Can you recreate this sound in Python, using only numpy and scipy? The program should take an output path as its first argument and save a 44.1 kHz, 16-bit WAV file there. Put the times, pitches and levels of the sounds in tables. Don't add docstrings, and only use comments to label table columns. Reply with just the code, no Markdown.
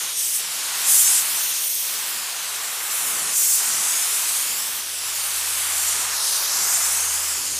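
import sys
import numpy as np
from scipy import signal
from scipy.fft import rfft, irfft
from scipy.io import wavfile

SR = 44100
rng = np.random.default_rng(int(sys.argv[2]) if len(sys.argv) > 2 else 0)


def invert_db(level):
    return 10 ** (np.asarray(level, dtype=float) / 20)


def digitize_waveform(pressure):
    field = np.atleast_2d(pressure).T
    bounded = np.clip(field, -1, 1)
    quanta = np.round(bounded * 32767).astype(np.int16)
    wavfile.write(sys.argv[1], SR, quanta)


N = 334719
STEP = 64


def rms_one(x):
    return x / np.sqrt(np.mean(x ** 2) + 1e-20)


def in_time(rows, step=1):
    time_s, *columns = np.transpose(rows)
    now_s = np.arange(0, N, step) / SR
    return [np.interp(now_s, time_s, column) for column in columns]


def drift(rate_hz):
    r = np.exp(-2 * np.pi * rate_hz * STEP / SR)
    count = len(range(0, N, STEP))
    white = rng.standard_normal(N // STEP + 1001)
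    return rms_one(signal.lfilter([1], [1, -2 * r, r * r], white)[-count:])


def swells(rows, rise_s, fall_s, centred=True):
    now_s, rows = np.arange(0, N, STEP) / SR, np.array(rows)
    hold_s = rows[:, 1:2]
    start_s = rows[:, :1] - centred * hold_s / 2
    rise = 1 + (now_s - start_s) / rise_s
    fall = 1 + (start_s + hold_s - now_s) / fall_s
    shape = np.clip(np.minimum(rise, fall), 0, 1)
    return rows[:, 2:].T @ np.sin(shape * np.pi / 2) ** 2


def hump(hz, centre_hz, below, above, db):
    octaves = np.log2(hz / centre_hz)
    power = invert_db(-np.where(octaves < 0, below, above) * octaves ** 2) ** 2
    return power / power.sum(axis=0) * invert_db(db) ** 2


# time_s, loudness_db, strike_db (how squarely it hits the panel), view_db (air cap in view)
JET = [(0, -26.5, -1.5, -12), (.5, -27.5, -2.5, -1), (.72, -27, 2.5, 10), (.86, -22, 2.5, -6),
       (1.3, -24, 1.5, 7), (1.8, -25, -8.5, 7.5), (1.9, -26.5, -1, 5.5), (2.35, -29.5, 0.5, -1.5),
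       (2.85, -28, 0, 2), (3.3, -25, 1.5, -2), (3.8, -21.5, 1.5, -6), (4.35, -22, -0.5, -1),
       (4.82, -29.5, -1.5, 6), (5.2, -25.5, -1, 0), (5.92, -22, 1.5, -5), (6.1, -25, 4, -12),
       (6.8, -20.5, 2.5, -6), (7.59, -26.5, -3.5, -4)]
# middle_s, hold_s, splash_change_db
SWEEP_TURNS = [
    (.25, 0.22, -7),
    (.98, 0.11, -2.5),
    (1.73, 0.071, -4),
    (3.46, 0.21, -6),
    (4.92, 0.15, -3.5),
    (6.28, 0.065, -2),
    (7.52, 0.16, -2),
]
# start_s, hold_s, hiss_gain_db, extra_sizzle_db
NOZZLE_FACING = [
    (.2, 0.15, 4.5, 8),
    (.9, 0.11, 8, 8),
    (1.09, 0.073, 7.5, -8),
    (2.93, 0.16, 3.5, 1),
    (3.37, .18, 5.5, 8),
    (6.25, 0.063, 2.5, 2),
    (6.41, .02, -1.5, 2),
]
# middle_s, hold_s, sizzle_change_db
NOZZLE_SHADOWS = [(.14, .02, -25), (.48, .03, -35), (.67, .09, -13), (1.56, .02, -7), (2.1, .02, 3),
                  (2.42, .2, 1), (3.23, .09, -8), (3.65, .02, 8), (4.94, 0.19, -8), (5.98, 0.12, -3),
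                  (6.42, .03, 12), (6.59, .03, 0), (7.5, 0.24, -44)]


def jet_levels():
    loud_db, strike_db, view_db = in_time(JET, step=STEP)
    turn_db, = swells(SWEEP_TURNS, rise_s=.047, fall_s=.047)
    face_db, bright_db = swells(NOZZLE_FACING, rise_s=.057, fall_s=.092, centred=False)
    shadow_db, = swells(NOZZLE_SHADOWS, rise_s=.06, fall_s=.06)
    swing_db = loud_db + face_db - loud_db.mean()
    hiss_db = loud_db + face_db
    splash_db = -37 + strike_db + turn_db
    lower_db = -31 + .36 * strike_db + .51 * turn_db + .35 * swing_db
    waver_db = .4 * drift(14)
    sizzle_db = -33.5 + .79 * swing_db + view_db + bright_db + shadow_db + waver_db
    return hiss_db, splash_db, lower_db, sizzle_db, face_db


# time_s, lag_ms
PANEL_LAG = [(0.0, 0.31), (0.42, 0.37), (0.78, 0.48), (1.0, 0.7), (1.41, 0.32), (1.97, 0.35), (2.61, 0.53),
             (3.02, 0.52), (3.5, 0.94), (3.69, 0.69), (4.74, 0.34), (5.13, 0.4), (5.64, 0.65), (6.14, 0.73),
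             (6.44, 0.87), (6.65, 0.62), (7.26, 0.38), (7.59, 0.46)]
HISS_SINKS_OCT_PER_MS = .05


def jet_power(hz):
    hiss_db, splash_db, lower_db, sizzle_db, face_db = jet_levels()
    lag_ms, = in_time(PANEL_LAG, step=STEP)
    sink = 2 ** (-HISS_SINKS_OCT_PER_MS * (lag_ms - .5))
    power = hump(hz / sink, 9230, 7.2 + face_db, 26 + face_db, hiss_db)
    power = power + hump(hz, 1470, 8.7, 9, splash_db)
    power = power + hump(hz, 3590, 10.4, 8.6, lower_db)
    power = power + hump(hz, 13900, 18, 60, sizzle_db)
    return power + hump(hz, 437, 56, 5.8, -54 + .23 * (splash_db + 40.5))


# middle_s, hold_s, rise_over_calm_db
PUFFS = [(0, .05, 14), (.95, 1, 15), (2.05, .2, 15.5), (2.5, .2, 9), (3.17, 0.2, 20.5), (3.75, 0.088, 20),
         (4.3, 0.25, 11), (4.65, 0.19, 17), (5.4, 1, 4), (6.03, .05, 18), (6.6, .03, 17.5), (7.1, .2, 5),
         (7.45, 0.11, 21)]


def masking_film_power(hz):
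    puff_db, = swells(PUFFS, rise_s=.17, fall_s=.17)
    return hump(hz, 300, 3.6, 1.8, -71 + puff_db)


# pitch_hz, band_level_db
SHOP_FLOOR = [(30, -85), (60, -77), (110, -74), (600, -65.5)]


def shop_floor_power(hz):
    pitch_hz, level_db = np.transpose(SHOP_FLOOR)
    return invert_db(np.interp(np.log(hz), np.log(pitch_hz), level_db)) ** 2


def turbulence(shared_db, local_db, own_db):
    edges_hz = 28 * 2 ** np.arange(0, 9.3, .25)
    hz = np.sqrt(edges_hz[1:] * edges_hz[:-1])[:, None]
    power = jet_power(hz) + masking_film_power(hz) + shop_floor_power(hz)
    white, out = rng.standard_normal((2, N)), np.zeros(N)
    gust = drift(21)
    eddies = [drift(1.4) for _ in range(len(hz) // 3 + 1)]
    for k, band_hz in enumerate(zip(edges_hz, edges_hz[1:])):
        bright = np.clip(np.log2(hz[k, 0] / 2000) / 2, 0, 1)
        flicker_db = bright * (shared_db * gust + local_db * eddies[k // 3] + own_db * drift(12.6))
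        level = np.sqrt(power[k]) * invert_db(flicker_db)
        gain = np.interp(np.arange(N) / STEP, np.arange(power.shape[1]), level)
        sos = signal.butter(2, band_hz, "band", fs=SR, output="sos")
        out += gain * rms_one(signal.sosfilt(sos, white[k % 2]))
    return out


# time_s, lag_ms, share (negative = inverted)
WRIST_ECHO = [(0, 0.04, 0.042), (.7, 0.058, 0.025), (1.0, 0.12, 0.13), (1.5, 0.043, 0.072),
              (2.5, .12, 0.021), (3.03, 0.097, 0.31), (3.45, 0.14, 0.23), (3.95, 0.11, 0.31),
              (4.5, 0.093, 0.12), (4.9, 0.1, .01), (5.6, 0.085, 0.28), (5.92, 0.12, 0.21),
              (6.08, 0.12, 0.22), (6.22, 0.21, 0.39), (6.47, 0.18, 0.28), (6.7, .14, 0.45),
              (7.0, .12, 0.37), (7.59, 0.15, 0.17)]
FINE = 4


def bodywork(x, boost=1.15):
    hiss_sos = signal.butter(1, [2500, 14000], "band", fs=SR, output="sos")
    gun_sos = signal.butter(2, 9200, fs=SR, output="sos")
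    bands = [signal.sosfiltfilt(hiss_sos, x), signal.sosfiltfilt(gun_sos, x)]
    narrow, dull = signal.resample_poly(bands, FINE, 1, axis=1)
    panel_ms, = in_time(PANEL_LAG)
    uneven = 1 + .35 * np.repeat(drift(3), STEP)[:N]
    near = (.45 / panel_ms) ** .5 * uneven
    gun_ms, gun_share = in_time(WRIST_ECHO)
    paths = [(panel_ms, near * .11, narrow),
             (panel_ms + .062, near * -.085, narrow),
             (panel_ms - .056, near * -.035, narrow),
             (gun_ms, gun_share, dull)]
    out = x.copy()
    for lag_ms, share, source in paths:
        position = FINE * (np.arange(N) - lag_ms * SR / 1000)
        out += boost * share * np.interp(position, np.arange(FINE * N), source)
    return out


SPLIT_PER_S, SPLIT_LOW_HZ, SPLIT_HIGH_HZ = 7.3, 4200, 13800
SPLIT_MIN_WIDTH_HZ, SPLIT_MAX_WIDTH_HZ = 1000, 2300


def split_bands(mid, size=2048):
    side, hz = np.zeros(N), np.arange(size // 2 + 1) * SR / size
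    window = signal.windows.kaiser_bessel_derived(size, 4 * np.pi)
    for when, where, wide in rng.random((int(SPLIT_PER_S * N / SR), 3)):
        start = 711 + size // 2 * int(when * (2 * N // size - 3))
        low_hz = SPLIT_LOW_HZ + (SPLIT_HIGH_HZ - SPLIT_LOW_HZ) * where ** 1.2
        width_hz = SPLIT_MIN_WIDTH_HZ + wide ** 2 * (SPLIT_MAX_WIDTH_HZ - SPLIT_MIN_WIDTH_HZ)
        frame = slice(start, start + size)
        band = (hz > low_hz) * (hz < low_hz + width_hz)
        level = np.std(irfft(rfft(mid[frame] * window) * band)) * invert_db(.2)
        noise = rms_one(irfft(rfft(rng.standard_normal(size)) * band))
        side[frame] += level * window * noise
    return side


# time_s, level_db
MOTOR_HUM = [
    (4.4, -101),
    (4.65, -66),
    (5.31, -56),
    (5.95, -52),
    (6.3, -65),
    (7.05, -50),
    (7.36, -52),
    (7.41, -62),
    (7.54, -52),
]
HUM_START_HZ, HUM_SAG_HZ_PER_S = 89.5, 3.4


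def motor():
    level_db, = in_time(MOTOR_HUM)
    since_s = np.arange(N) / SR - MOTOR_HUM[0][0]
    hz = HUM_START_HZ - HUM_SAG_HZ_PER_S * np.maximum(since_s, 0)
    fade_in = np.clip(since_s / .15, 0, 1)
    return np.sqrt(2) * fade_in * invert_db(level_db) * np.sin(2 * np.pi * np.cumsum(hz) / SR)


def scene():
    mono = bodywork(turbulence(shared_db=.34, local_db=.15, own_db=1.0)) + motor()
    return np.array([mono, mono])


def band_limit(x):
    return signal.sosfilt(signal.butter(12, 16790, fs=SR, output="sos"), x)


CUTOFF_HZ, CEILING = 15520, .8


def record(dry):
    rounded = CEILING * np.tanh(dry / CEILING)
    top_sos = signal.ellip(18, .2, 90, CUTOFF_HZ, fs=SR, output="sos")
    cut = signal.sosfilt(top_sos, rounded)
    mix = cut + split_bands(cut[0]) * [[1], [-1]]
    return band_limit(mix)


dry = scene()
out = record(dry)
digitize_waveform(out)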